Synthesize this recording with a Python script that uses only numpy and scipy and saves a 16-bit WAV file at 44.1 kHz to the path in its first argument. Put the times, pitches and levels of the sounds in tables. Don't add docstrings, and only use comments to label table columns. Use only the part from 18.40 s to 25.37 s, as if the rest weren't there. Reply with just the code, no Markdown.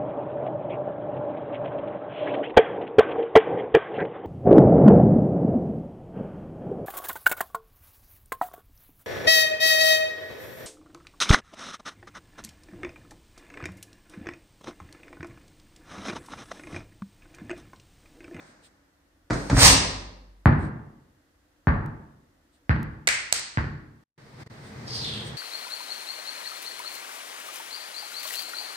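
import sys
import numpy as np
from scipy import signal
from scipy.fft import rfft, irfft, next_fast_len
from scipy.io import wavfile
from scipy.ndimage import uniform_filter1d

SR = 44100
rng = np.random.default_rng(int(sys.argv[2]) if len(sys.argv) > 2 else 0)


def to_wav(s):
    ch = np.atleast_2d(s).T
    pcm = np.round(np.clip(ch, -1, 1) * 32767)
    wavfile.write(sys.argv[1], SR, pcm.astype(np.int16))


N = 307375


def gain_of(db):
    return 10 ** (np.asarray(db) / 20)


def evened(x):
    return x / np.sqrt(np.mean(x ** 2) + 1e-20)


def read(points, hz):
    table_hz, value = np.transpose(points)
    return np.interp(np.log(hz + 1), np.log(table_hz + 1), value)


def add(mix, start_s, sound):
    part = mix[..., max(round(start_s * SR), 0):][..., :sound.shape[-1]]
    part += sound[..., :part.shape[-1]]


def colour(x, spectrum):
    n = x.shape[-1]
    size = next_fast_len(n)
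    gain = gain_of(read(spectrum, np.fft.rfftfreq(size, 1 / SR)))
    return evened(irfft(rfft(x, size) * gain, size)[..., :n])


def click(spectrum, tilt_db=0, size=4096):
    hz = abs(np.fft.fftfreq(size, 1 / SR))
    octaves = np.log2(np.maximum(hz, 250) / 1000)
    log_gain = np.log(gain_of(read(spectrum, hz) + tilt_db * octaves))
    pulse = np.fft.ifft(np.exp(np.conj(signal.hilbert(log_gain)))).real[:size // 2]
    return pulse / np.linalg.norm(pulse)


def ring(modes):
    t = np.arange(SR) / SR
    return sum(gain_of(db - 60 * t / t60) * np.sin(2 * np.pi * hz * t) for hz, db, t60 in modes)


def resonate(x, hz, width_hz):
    turn = np.exp(2j * np.pi * np.cumsum(hz * np.ones(len(x))) / SR)
    r = np.exp(-np.pi * width_hz / SR)
    return 2 * (turn * signal.lfilter([1 - r], [1, -r], x / turn)).real


def burst(t60, rise_s=0.0011):
    t = np.arange(SR // 20) / SR
    puff = rng.standard_normal(len(t)) * gain_of(-60 * t / t60) * (1 - np.exp(-t / rise_s))
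    return puff / np.linalg.norm(puff)


def held(start_s, attack_s, length_s, release_s):
    t = np.arange(N) / SR - start_s
    return np.clip(t / attack_s, 0, 1) * np.clip(1 - (t - length_s) / release_s, 0, 1)


def bell(peak_s, half_width_s):
    return np.exp(-.5 * ((np.arange(N) / SR - peak_s) / half_width_s) ** 2)


# pitch_hz, likeness (1 = the same)
EAR_LIKENESS = [(100, 0.96), (200, 0.93), (350, .82), (700, 0.08), (1300, 0.0077), (8000, 0.01)]


def diffuse(n):
    size = next_fast_len(n)
    a, b = rfft(rng.standard_normal((2, size)))
    same = np.clip(read(EAR_LIKENESS, np.fft.rfftfreq(size, 1 / SR)), -1, 1)
    right = same * a + np.sqrt(1 - same ** 2) * b
    return irfft(np.array([a, right]), size)[:, :n]


# delay_s, gain (before echo_db), left_ear_late_ms
WALL_ECHOES = [(.0105, .48, 0.15), (0.0172, 0.4, .3), (0.0234, 0.11, -.3), (0.0361, 0.26, .2),
               (.052, .2, -.4), (.069, 0.3, .3)]


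def near(sound, late_ms=0, pan_db=0, echo_db=0):
    paths = np.zeros((2, SR // 10))
    add(paths[0], late_ms / 1000, gain_of([pan_db / 2]))
    add(paths[1], 0, gain_of([-pan_db / 2]))
    for delay_s, gain, wall_ms in WALL_ECHOES:
        add(paths[0], delay_s + wall_ms / 1000, gain * gain_of([echo_db]))
        add(paths[1], delay_s, gain * gain_of([echo_db]))
    return signal.fftconvolve(sound[None], paths, axes=1)[:, :N]


# pitch_hz, t60_s
HALL_T60 = [(60, .75), (150, 0.75), (350, 0.93), (700, 0.82), (2000, 0.68), (4500, 0.66), (8000, 0.49),
            (12000, 0.19)]
HALL_DB = -33


def hall(sound, room_db, build_s=0.004, scatter=0, scatter_s=.03):
    hz, t, z = signal.stft(diffuse(SR), SR, nperseg=512)
    fading = z * gain_of(-60 * t / read(HALL_T60, hz)[:, None])
    tail = signal.istft(fading, SR, nperseg=512)[1][:, :SR]
    t = np.arange(SR) / SR
    build_up = 1 - np.exp(-(t / build_s) ** 2)
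    early = 1 + scatter * np.exp(-(t / scatter_s) ** 2)
    tail *= gain_of(room_db + HALL_DB) * build_up * early
    return signal.fftconvolve(sound[None], tail, axes=1)[:, :N]


def gym(sound, room_db, late_ms=0, pan_db=0, echo_db=0):
    out = hall(sound, room_db)
    add(out, 0, near(sound, late_ms, pan_db, echo_db))
    return out


# pitch_hz, relative_level_db
AIR = [(15, -30), (25, 2.5), (54, -7.5), (86, -7.5), (104, -16.5), (238, -20), (288, -6), (431, -27),
       (479, -18), (964, -24), (1940, -23), (2210, -30), (4220, -32.5), (5820, -34), (15300, -41.5)]
AIR_DB = -63.5
# pitch_hz, relative_level_db
KNOCK = [(50, -13.5), (160, 5), (280, 3), (400, -1.5), (650, 1), (1000, -2.5), (1600, 0), (2200, -6),
         (3000, -18), (4500, -12), (7000, -16), (8700, -17), (10500, -44.5), (15000, -46)]
# start_s, length_s, level_db
RUSTLES = [(-.02, 0.17, -64), (0.211, 0.088, -56.5), (2.156, 0.16, -58.5), (4.103, 0.098, -69.5),
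           (6.192, .15, -58), (6.82, 0.11, -46.5)]
# pitch_hz, relative_level_db
CLOTH = [(500, -32), (2000, -4), (4000, 3.5), (6500, -8.5), (9000, 5.5), (10500, -53), (15000, -11.5)]
# start_s, level_db
TICKS = [(3.462, -33.5), (4.4306, -25.5)]


def background(dying_db=-51, fall_db_per_s=45):
    t = np.arange(N) / SR
    out = gain_of(AIR_DB) * colour(diffuse(N), AIR)
    out += gain_of(dying_db - fall_db_per_s * t) * colour(diffuse(N), KNOCK)
    for start_s, length_s, level_db in RUSTLES:
        n = int(length_s * SR)
        add(out, start_s, gain_of(level_db) * colour(diffuse(n), CLOTH) * np.hanning(n))
    for start_s, level_db in TICKS:
        add(out, start_s, gain_of([level_db]))
    return out


# start_s, knock_db, treble_tilt_db_per_octave, board_boom_db, steel_ring_db
HOOP_HITS = [(0.8998, -8, -2, -22, -27), (0.9054, 3.5, -2.5, -10.5, -18), (0.9309, -11, 3, -17.5, -13),
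             (1.0979, 1, -0.5, -14, -20), (1.114, -1, -6, -9, -30), (1.128, 0, -6, 3, -27),
             (1.1667, 2, -1, -21, -17), (1.178, -1, -1, -22, -15), (1.188, 0, 0, -20, -17)]
# pitch_hz, relative_level_db, t60_s
BOARD = [(48.2, -22.5, 1.9), (56, -15.5, 0.14), (71, -19.5, .18), (97.8, -24, 0.88), (123.4, -21, 0.26),
         (139, -28, .4), (184.7, -45, 1.9), (267, -37, .9), (538, -43, .7), (803, -46, 0.7)]
# pitch_hz, relative_level_db, t60_s
STEEL = [(1940, -49, .22), (4180, -47.5, 0.4), (4500, -46.5, .25), (4810, -46.5, 0.2), (4888, -49, 0.34),
         (5160, -57.5, .25), (5940, -45.5, 0.15), (6550, -46, .25), (8450, -40, .22), (8807, -42, 0.14)]


def hoop(room_db=4, boom_room_db=-3, chatter_t60=0.029, boom_late_s=.0022):
    out, boom = np.zeros((2, N)), np.zeros(3 * SR)
    steel, board = ring(STEEL), ring(BOARD)
    for start_s, knock_db, tilt_db, boom_db, steel_db in HOOP_HITS:
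        knock = gain_of(steel_db) * steel
        add(knock, 0, gain_of(knock_db) * click(KNOCK, tilt_db))
        chatter = signal.fftconvolve(knock, burst(chatter_t60))
        add(out, start_s, near(chatter, echo_db=-1))
        add(out, start_s, hall(knock, room_db))
        add(boom, start_s + boom_late_s, gain_of(boom_db) * board)
    add(out, 0, gym(boom, boom_room_db))
    return out


# pitch_hz, relative_level_db
NET = [(30, -17.5), (50, 3.5), (90, -1.5), (145, -2.5), (240, -8), (450, -10), (700, -7.5), (1060, -5),
       (1470, -13), (1850, -5), (3200, -10), (4700, -5), (5900, -5.5), (7000, -10.5), (8900, -5.5),
       (10600, -27), (12000, -19), (15300, -22)]
QUIVER_AT_S, QUIVER_S, QUIVER_RELEASE_S, QUIVER_DB = .92, .5, .2, -54
SQUEEZE_AT_S, SQUEEZE_S, SQUEEZE_DB = 1.2434, 0.036, -14


def net(snags_per_s=5000, spread_db=2.5, steel_db=-12, room_db=4, clatter_db=2, layers=4):
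    out, steel, n = np.zeros((2, N)), ring(STEEL), 2 * SR
    snap = gain_of(steel_db) * steel / np.linalg.norm(steel)
    add(snap, 0, click(NET))
    quiver = gain_of(QUIVER_DB) * held(QUIVER_AT_S, .01, QUIVER_S, QUIVER_RELEASE_S)
    squeeze = gain_of(SQUEEZE_DB) * bell(SQUEEZE_AT_S, SQUEEZE_S)
    pull = (quiver + squeeze)[:n] / np.sqrt(layers)
    for _ in range(layers):
        snags = (rng.random(n) < snags_per_s / layers / SR) * rng.choice([-1, 1], n)
        clumps = evened(uniform_filter1d(rng.standard_normal(n), size=250))
        strength_db = spread_db * np.minimum(rng.exponential(1, n), 3) + clatter_db * clumps
        snags = snags * gain_of(strength_db)
        cords = signal.fftconvolve(evened(snags) * pull, snap)[:n]
        add(out, 0, gym(cords, room_db, late_ms=.12, pan_db=-4.5, echo_db=-0.5))
    return out


# start_s, thump_db, slap_db, slap_tilt_db_per_octave, direct_slap_db, left_ear_late_ms
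BOUNCES = [(2.0578, -2.5, 2, -3, 0.5, 0.02), (3.2711, -7.5, -1, -3.5, -3.5, 0.02),
           (4.2942, -9.5, -5, 1.8, 1, 0.37), (5.1731, -13, -8, 3, 2.5, 0.33)]
# pitch_hz, relative_level_db, t60_s
THUMP = [(120, -8, 0.051), (147, -14, 0.2), (177, -3.5, 0.025), (225, -17.5, .08), (303, -25, 0.13),
         (406, -29, 0.044)]
# pitch_hz, relative_level_db, t60_s
CAVITY = [(903, -32, 0.08), (1140, -36, 0.11), (1600, -30, 0.017), (1870, -29, 0.0078), (2750, -66, 0.8)]
# pitch_hz, relative_level_db
SLAP = [(100, -12), (330, -11), (450, -15.5), (620, -7.5), (900, -1.5), (1300, 0), (1800, 1), (2250, -9.5),
        (2800, -19.5), (3600, -29.5), (4600, -25.5), (7000, -62), (9500, -64), (15000, -66)]


def bounces(rubber_db=5.5, room_db=1.5, thump_room_db=1.0, squash_s=.0015,
            floor_hz=72, floor_db=-3.0, floor_t60=0.12, floor_late_s=.008):
    out = np.zeros((2, N))
    floor = ring([(floor_hz, floor_db, floor_t60)])[:SR // 2]
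    thump, cavity = ring(THUMP)[:SR // 2], ring(CAVITY)
    for start_s, thump_db, slap_db, tilt_db, direct_db, late_ms in BOUNCES:
        smack = cavity.copy()
        add(smack, 0, gain_of(rubber_db) * click(SLAP, tilt_db))
        smack *= -gain_of(slap_db)
        add(out, start_s, gain_of(direct_db) * near(smack, late_ms, echo_db=-2))
        add(out, start_s, hall(smack, room_db, build_s=0.0095, scatter=1.8, scatter_s=0.022))
        squash = gym(gain_of(thump_db) * thump, thump_room_db, late_ms, echo_db=-2.0)
        add(out, start_s + squash_s, squash)
        add(out, start_s + floor_late_s, gain_of(thump_db) * floor)
    return out


# start_s, level_db, cupped_hand_hz, cupped_hand_db, t60_s, left_over_right_db, room_db
CLAPS = [(4.6725, 6.5, 2300, 9, 0.0047, -1.5, 2), (4.676, 8, 2000, 11.5, 0.0096, -11.5, 3.5),
         (4.6874, 1.5, 2100, 13, 0.0075, 16.5, -1), (4.925, 9, 4370, -4, 0.011, -8, -0.5)]
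# pitch_hz, relative_level_db
PALM = [(80, -5.5), (250, -11), (550, -8), (1000, -3.5), (2000, 4.5), (3200, -1.5), (4500, 2.5),
        (7000, 1.5), (8500, 5.5), (9800, -4.5), (10700, -23.5), (12000, -14), (15000, -12)]


def claps(cup_width_hz=850, flesh_hz=600, flesh_db=-2):
    out = np.zeros((2, N))
    for start_s, level_db, cup_hz, cup_db, t60, pan_db, room_db in CLAPS:
        crack = click(PALM)
        crack = crack + gain_of(cup_db) * resonate(crack, cup_hz, cup_width_hz)
        crack *= gain_of(level_db) / np.linalg.norm(crack)
        pat = resonate(resonate(crack, flesh_hz, 720), flesh_hz, 707)
        close = signal.fftconvolve(crack + gain_of(flesh_db) * pat, burst(t60))
        add(out, start_s, near(close, late_ms=.25, pan_db=pan_db, echo_db=-6.5))
        add(out, start_s, hall(crack, room_db, build_s=.016))
    return out


# pitch_hz, relative_level_db
RUMBLE = [(21, -51), (35, -21), (60, -11), (129, 2.5), (172, -7.5), (210, -2.5), (265, -11.5), (418, -14),
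          (463, -8.5), (500, -18.5), (650, -43), (1100, -120)]
# pitch_hz, relative_level_db
HISS = [(250, 0.5), (480, 7), (900, 6), (1400, 2.5), (2000, 4.5), (2800, -7.5), (4500, -4), (7000, -14),
        (9200, -14), (10500, -31), (15000, -22.5)]
STIR_AT_S, STIR_FULL_S = 5.76, 6.583
RUMBLE_DB, RUMBLE_GROWTH_DB_PER_S = -39.5, 18
HISS_DB, HISS_GROWTH_DB_PER_S = -43.5, 16
STEP_AT_S, STEP_S, STEP_DB = 6.016, 0.022, 6.5


def feet():
    t = np.arange(N) / SR
    to_go_s = np.maximum(STIR_FULL_S - t, 0)
    rumble = colour(diffuse(N), RUMBLE) * gain_of(RUMBLE_DB - RUMBLE_GROWTH_DB_PER_S * to_go_s)
    hiss = colour(diffuse(N), HISS) * gain_of(HISS_DB - HISS_GROWTH_DB_PER_S * to_go_s)
    footfall = gain_of(STEP_DB * bell(STEP_AT_S, STEP_S))
    return (rumble + hiss) * (t > STIR_AT_S) * footfall


SCUFF_AT_S, SCUFF_ATTACK_S, SCUFF_S, SCUFF_RELEASE_S = 6.45, 0.087, 0.35, 0.058
SCUFF_DB, SCUFF_EASE_DB_PER_S = -35.5, 21
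FAST_HZ, SLOW_HZ, BRAKE_AT_S, BRAKE_S = 4790, 3400, 6.63, 0.036


def scuff(grit_db=-10, room_db=3, judder_db=4, width_hz=1400):
    t = np.arange(N) / SR
    hz = SLOW_HZ + (FAST_HZ - SLOW_HZ) * (1 - np.tanh((t - BRAKE_AT_S) / BRAKE_S)) / 2
    press = held(SCUFF_AT_S, SCUFF_ATTACK_S, SCUFF_S, SCUFF_RELEASE_S)
    press *= gain_of(SCUFF_DB - SCUFF_EASE_DB_PER_S * (t - SCUFF_AT_S))
    judder = evened(uniform_filter1d(rng.standard_normal(N), size=300))
    grit = rng.standard_normal(N) * gain_of(judder_db * judder)
    rasp = evened(resonate(resonate(grit, hz, width_hz), hz, width_hz))
    rasp = rasp + gain_of(grit_db) * colour(grit, CLOTH)
    return gym(rasp * press, room_db, late_ms=.3, echo_db=-3.5)


def scene():
    return background() + hoop() + net() + bounces() + claps() + feet() + scuff()


# start_s, end_s, level_db
DIPS = [(5.64, 5.777, -37.5), (6.036, 6.062, -14.5), (6.078, 6.098, -20.5)]
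EDGE_HZ = 15600


def record(dry, low_cut_hz=41):
    t = np.arange(N) / SR
    heard = signal.sosfilt(signal.butter(5, low_cut_hz, "high", fs=SR, output="sos"), dry)
    dip_db = sum(db * ((t > start_s) & (t < end_s)) for start_s, end_s, db in DIPS)
    smooth_dip_db = uniform_filter1d(dip_db, size=200)
    clipped = np.clip(heard * gain_of(smooth_dip_db), -1, 1)
    treble_cut = signal.firwin(511, EDGE_HZ, window=("kaiser", 9), fs=SR)
    return signal.oaconvolve(clipped, treble_cut[None], "same")


dry = scene()
out = record(dry)
to_wav(out)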